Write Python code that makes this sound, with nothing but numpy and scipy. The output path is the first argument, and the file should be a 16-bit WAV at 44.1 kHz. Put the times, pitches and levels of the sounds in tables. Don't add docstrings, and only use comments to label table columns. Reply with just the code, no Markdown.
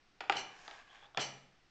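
import sys
import numpy as np
from scipy import signal
from scipy.fft import rfft, irfft, next_fast_len
from scipy.io import wavfile
from scipy.ndimage import map_coordinates

SR = 44100
rng = np.random.default_rng(int(sys.argv[2]) if len(sys.argv) > 2 else 0)


def to_wav(sig):
    pcm = np.clip(np.atleast_2d(sig), -1, 1) * 32767
    pcm = np.round(pcm).astype(np.int16)
    wavfile.write(sys.argv[1], SR, pcm.T)


N = 74970


def amp(db):
    return 10 ** (np.asarray(db) / 20)


def unit(x):
    return x / np.sqrt(np.mean(x ** 2) + 1e-20)


def norm(x):
    return x / np.sqrt(np.sum(x ** 2) + 1e-20)


def along(points, hz):
    f, value = np.transpose(points)
    return np.interp(np.log(hz + 1), np.log(f + 1), value)


def times():
    return np.arange(N) / SR


def coloured(x, gain_db):
    m = 2 * next_fast_len(N)
    log_gain = np.log(amp(gain_db(np.fft.rfftfreq(m, 1 / SR))))
    cepstrum = irfft(log_gain, m)
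    cepstrum[1:m // 2] *= 2
    cepstrum[m // 2 + 1:] = 0
    response = np.exp(rfft(cepstrum))
    return irfft(rfft(x, m) * response, m)[:N]


def above(hz, corner_hz):
    return hz ** 3 / (hz ** 3 + corner_hz ** 3)


def dying(t60, size):
    hz, t, bands = signal.stft(rng.standard_normal(N), SR, nperseg=size)
    decay = amp(-60 * t / t60(hz)[:, None])
    return signal.istft(bands * decay, SR, nperseg=size)[1][:N]


def fade(t, t60):
    return np.exp(-np.log(1000) * np.maximum(t, 0) / t60)


def ring(modes, scatter_db):
    t = times()
    out = np.zeros(N)
    for k, (hz, db, t60) in enumerate(modes):
        strength = amp(db + scatter_db * rng.normal()) * (-1) ** k
        out += strength * np.sin(2 * np.pi * hz * t) * fade(t, t60)
    return out


def grains(per_s):
    struck = rng.random(N) < per_s / SR
    return unit(struck * rng.standard_normal(N))


def wobble(per_s):
    return map_coordinates(rng.standard_normal(N // 100), [times() * per_s], mode="mirror")


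# (frequency [Hz], decay time t60 [s])
ROOM_DECAY = [(100, 0.9), (350, 0.67), (900, 0.56), (2500, 0.55), (5000, 0.43), (9000, 0.55)]
ROOM_DELAY_S, ROOM_BUILD_S = 0.0025, 0.01


def in_room(x, wet_db):
    build_up = np.clip((times() - ROOM_DELAY_S) / ROOM_BUILD_S, 0, 1)
    tail = dying(lambda hz: along(ROOM_DECAY, hz), size=256) * build_up
    power = np.abs(rfft(tail))[:N // 8] ** 2
    tail = tail / np.sqrt(power.mean())
    return x + amp(wet_db) * signal.fftconvolve(x, tail)[:N]


# (frequency [Hz], relative level [dB])
BACKGROUND_COLOUR = [(12, -10), (20, -6.5), (32, -20), (188, -24), (242, -23.5), (337, -23.5), (621, -30.5),
                     (762, -23.5), (910, -31), (1090, -26.5), (2280, -28.5), (5550, -34.5), (8770, -52),
                     (11400, -101), (19300, -120)]
BACKGROUND_DB = -69.5


def background():
    noise = rng.standard_normal(N)
    return amp(BACKGROUND_DB) * unit(coloured(noise, lambda hz: along(BACKGROUND_COLOUR, hz)))


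# (time [s], centre pitch [Hz], level [dB])
FINGER_SLIP = [(.87, 3230, -105.5), (.91, 3210, -67.5), (1.0, 3293, -69.5), (1.055, 3435, -62),
               (1.078, 3660, -88), (1.12, 3600, -110)]
WHISPER_WIDTH_HZ = 420


def fingers():
    s, pitch, level = np.transpose(FINGER_SLIP)
    t = times()
    band = coloured(rng.standard_normal(N), lambda hz: -10 * np.log10(1 + (2 * hz / WHISPER_WIDTH_HZ) ** 4))
    phase = 2 * np.pi * np.cumsum(np.interp(t, s, pitch)) / SR
    strength = np.interp(t, s, amp(level), left=0, right=0)
    return in_room(unit(band * np.sin(phase)) * strength, wet_db=-23.5)


# (time [s], direct level over 10 ms [dB])
FINGERTIP_SNAP = (1.1473, -52.5)
# (frequency [Hz], mean level [dB], decay time t60 [s])
SNAP_MODES = [(676, -6.5, 0.054), (1100, -1, 0.022), (1420, -1, 0.013), (3330, -1, 0.011), (3840, -5, .012),
              (5320, -10, 0.0053)]


def tick():
    s, db = FINGERTIP_SNAP
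    snap = in_room(norm(ring(SNAP_MODES, scatter_db=2.5)), wet_db=-0.5)
    delayed = np.pad(snap, (round(s * SR), 0))[:N]
    return amp(db) * np.sqrt(SR / 100) * delayed


# (time [s], level [dB])
RUB_LEVEL = [(.42, -86), (.5, -63), (.58, -61), (.66, -58), (.73, -59.5), (.8, -57), (.84, -68),
             (.89, -65.5), (.95, -60), (1.0, -63), (1.055, -62), (1.08, -74), (1.15, -93), (1.2, -100)]
# (frequency [Hz], relative level [dB])
RUB_COLOUR = [(60, -28.5), (200, -17.5), (380, -6.5), (540, -6.5), (760, 4), (950, -1.5), (1100, 4.5),
              (1350, -7), (1650, 6), (1950, -3.5), (2350, -1), (3200, -7), (4200, -11.5), (6000, -16),
              (7500, -19.5), (9000, -52)]
# (frequency [Hz], relative level [dB])
RUB_HISS_COLOUR = [(2000, -34.5), (5000, 12.5), (7000, 8), (9000, -18)]
GRAINS_PER_S, SLIDE_ROOM_DB = 4700, -9
SLIDE_UNEVEN_DB, SLIDE_UNEVEN_PER_S = 0.5, 70
HISS_S, HISS_WIDTH_S, HISS_DB = 0.66, 0.08, -67.5


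def slide():
    t = times()
    rub = unit(coloured(grains(GRAINS_PER_S), lambda hz: along(RUB_COLOUR, hz)))
    rub_db = np.interp(t, *np.transpose(RUB_LEVEL)) + SLIDE_UNEVEN_DB * wobble(SLIDE_UNEVEN_PER_S)
    hiss = unit(coloured(grains(GRAINS_PER_S), lambda hz: along(RUB_HISS_COLOUR, hz)))
    swell = np.exp(-0.5 * ((t - HISS_S) / HISS_WIDTH_S) ** 2)
    return in_room(rub * amp(rub_db) + amp(HISS_DB) * hiss * swell, SLIDE_ROOM_DB)


# (frequency [Hz], level before weighting by the root of t60 [dB], decay time t60 [s])
METAL_MODES = [(2367, -4, .42), (2888, -3, .45), (2962, -6, .3), (3025, -2, .22), (3060, 3, .06),
               (3365, -13, .3), (4110, -7, .1), (4215, -7, .15), (4320, -6, .12), (4552, -8, .33),
               (5110, -14, .15), (5330, -12, .12), (5545, -9, .2), (5843, -6, .34), (5890, -11, .3),
               (5925, -10, .3), (6050, -12, .16), (6230, -11, .26), (6400, -11, .22), (7084, -19, .25),
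               (7360, -14, .16), (7560, -17, .12)]


def metal_tones(taps):
    t = times()
    out = np.zeros(N)
    for hz, level, t60 in METAL_MODES:
        mode = np.sin(2 * np.pi * hz * t) * fade(t, t60)
        out += amp(level) * np.sqrt(t60) * norm(signal.fftconvolve(taps, mode)[:N])
    return norm(out)


# (start [s], rise [s], hold [s], fall t60 [s], level of the tones before the tilt [dB],
# treble tilt [dB up above 3700 Hz and down below])
CHATTER_BURSTS = [(0.35, 0.015, 0.035, 0.089, -45.5, -1.5), (1.195, 0.015, 0.014, .13, -42, 4)]
# (frequency [Hz], relative level [dB])
CHATTER_CLICK_COLOUR = [(100, -27), (500, -3), (1000, 1), (1900, -9), (2400, 4), (2720, -6), (3020, 9),
                        (3250, -15.5), (3750, -9), (4280, 2.5), (4850, -10), (5400, -4.5), (6200, -4),
                        (6750, -24), (7400, -10), (8000, -31), (8600, -36.5), (9000, -23.5)]
CHATTER_PER_S, CHATTER_ROOM_DB = 7500, -4
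CLICK_DB = 1.5
CLUMP_DB, CLUMPS_PER_S = 2, 200


def chatter():
    out, t = np.zeros(N), times()
    for s, rise, hold, fall, db, treble_db in CHATTER_BURSTS:
        effort = np.clip((t - s) / rise, 0, 1) * fade(t - s - rise - hold, fall)
        taps = grains(CHATTER_PER_S) * effort * amp(CLUMP_DB * wobble(CLUMPS_PER_S))
        tones = metal_tones(taps)
        clicks = norm(coloured(taps, lambda hz: along(CHATTER_CLICK_COLOUR, hz)))
        both = tones + amp(CLICK_DB) * in_room(clicks, CHATTER_ROOM_DB)
        tilted = coloured(both, lambda hz: treble_db * (2 * above(hz, corner_hz=3700) - 1))
        out += amp(db) * np.linalg.norm(effort) * tilted
    return out


# (time [s], level of the direct blow over 10 ms [dB], bass [dB], treble [dB], crack [dB],
# clatter t60 at 900 Hz [s], snap over clatter [ratio], wood over contact [dB], boom over blow [dB], room [dB])
KNOCK_BLOWS = [(0.2063, -39.5, -0.5, 0, -1.5, 0.055, 0.41, -6.5, -33, -5),
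               (0.239, -48, -1, -9.5, -0.5, 0.053, 0.49, -5.5, -27.5, -2),
               (0.2969, -40, -18, 7, 0, 0.026, 1.04, -18.5, -26.5, 0),
               (0.2977, -23.5, -13.5, -5, 4, 0.025, 2, -2, -34.5, -10),
               (.3223, -42, -22, 7, -4, .015, 0.67, -13, -35, -5.5),
               (.3240, -35, -10, 0.5, 2, 0.044, 0.67, -6.5, -47, -4),
               (.3550, -43.5, 18, -4, -1, 0.15, 1.2, -9, -45, -6),
               (0.6791, -46, -15, -3.5, 1.5, 0.018, 0.64, -5, -34.5, -5.5),
               (0.7116, -50.5, 1.5, 5.5, 1.5, 0.045, 0.78, -15.5, -33.5, -6),
               (1.0264, -59, 0, -25, -5, 0.084, 2.1, -2.5, -10, 0.5),
               (1.173, -40, 20.5, 9, -1.5, 0.015, 1.06, -17, -29, 2.5),
               (1.1744, -33.5, 3, 11, 1.5, 0.021, 0.23, -15.5, -17, -8.5),
               (1.1797, -34.5, 13.5, -11.5, 4, 0.04, 0.069, -17, -13.5, -5.5),
               (1.1940, -36.5, 0.5, 6.5, 4.5, 0.12, 0.29, -9, -49.5, -15)]
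# (frequency [Hz], relative level [dB])
CONTACT_COLOUR = [(40, -36), (100, -12), (220, -13.5), (360, -6), (530, -6), (780, 5.5), (1080, -6),
                  (1600, 0), (2100, -4), (2600, -5), (3450, -5.5), (3850, -14.5), (4300, -11),
                  (5300, -14.5), (6100, -25), (7000, -22), (9000, -50)]
# (frequency [Hz], mean level before differentiation [dB], decay time t60 [s])
WOOD_MODES = [(315, -10, .17), (386, -6, .15), (690, -11, .04), (748, -5, .05), (810, 0, .06),
              (926, -6, .08), (1200, -12, .08), (1324, -14, .08), (1393, -17, .08), (1548, -17, .05),
              (1626, -20, .08), (1731, -20, .07)]
BASS_HZ, TREBLE_HZ, LOW_CUT_HZ = 431, 2240, 140
BASS_LINGERS = 0.22
CRACK_HZ, CRACK_WIDTH_HZ = 3440, 800
BOOM_HZ, BOOM_T60_S = 135.5, 0.9


def knocks():
    out, t = np.zeros(N), times()
    low_cut = signal.butter(2, LOW_CUT_HZ, "high", fs=SR, output="sos")
    for s, db, bass_db, treble_db, crack_db, t60, snap, ring_db, boom_db, room_db in KNOCK_BLOWS:
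        contact = norm(dying(lambda hz: t60 * (1000 / (hz + 100)) ** BASS_LINGERS, size=64))
        contact[0] += snap

        def colour(hz):
            bass = bass_db * (1 - above(hz, BASS_HZ))
            treble = treble_db * above(hz, TREBLE_HZ)
            crack = crack_db * np.exp(-0.5 * ((hz - CRACK_HZ) / CRACK_WIDTH_HZ) ** 2)
            return along(CONTACT_COLOUR, hz) + bass + treble + crack

        wood = norm(np.gradient(ring(WOOD_MODES, scatter_db=2.0)))
        struck = norm(coloured(contact, colour)) + amp(ring_db) * wood
        blow = norm(signal.sosfilt(low_cut, struck))
        boom = norm(np.sin(2 * np.pi * BOOM_HZ * t) * fade(t, BOOM_T60_S) * (1 - fade(t, 0.017)))
        start = round(s * SR)
        knock = in_room(blow, room_db) + amp(boom_db) * boom
        out[start:] += amp(db) * np.sqrt(SR / 100) * knock[:N - start]
    return out


def scene():
    return (background() + knocks() + chatter() + slide() + fingers() + tick())[None]


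TOP_HZ = 8800


def record(dry):
    m = 2 * next_fast_len(N)
    keep = np.clip((TOP_HZ - np.fft.rfftfreq(m, 1 / SR)) / 400 + 0.5, 0, 1)
    return irfft(rfft(dry, m) * keep, m)[:, :N]


dry = scene()
out = record(dry)
to_wav(out)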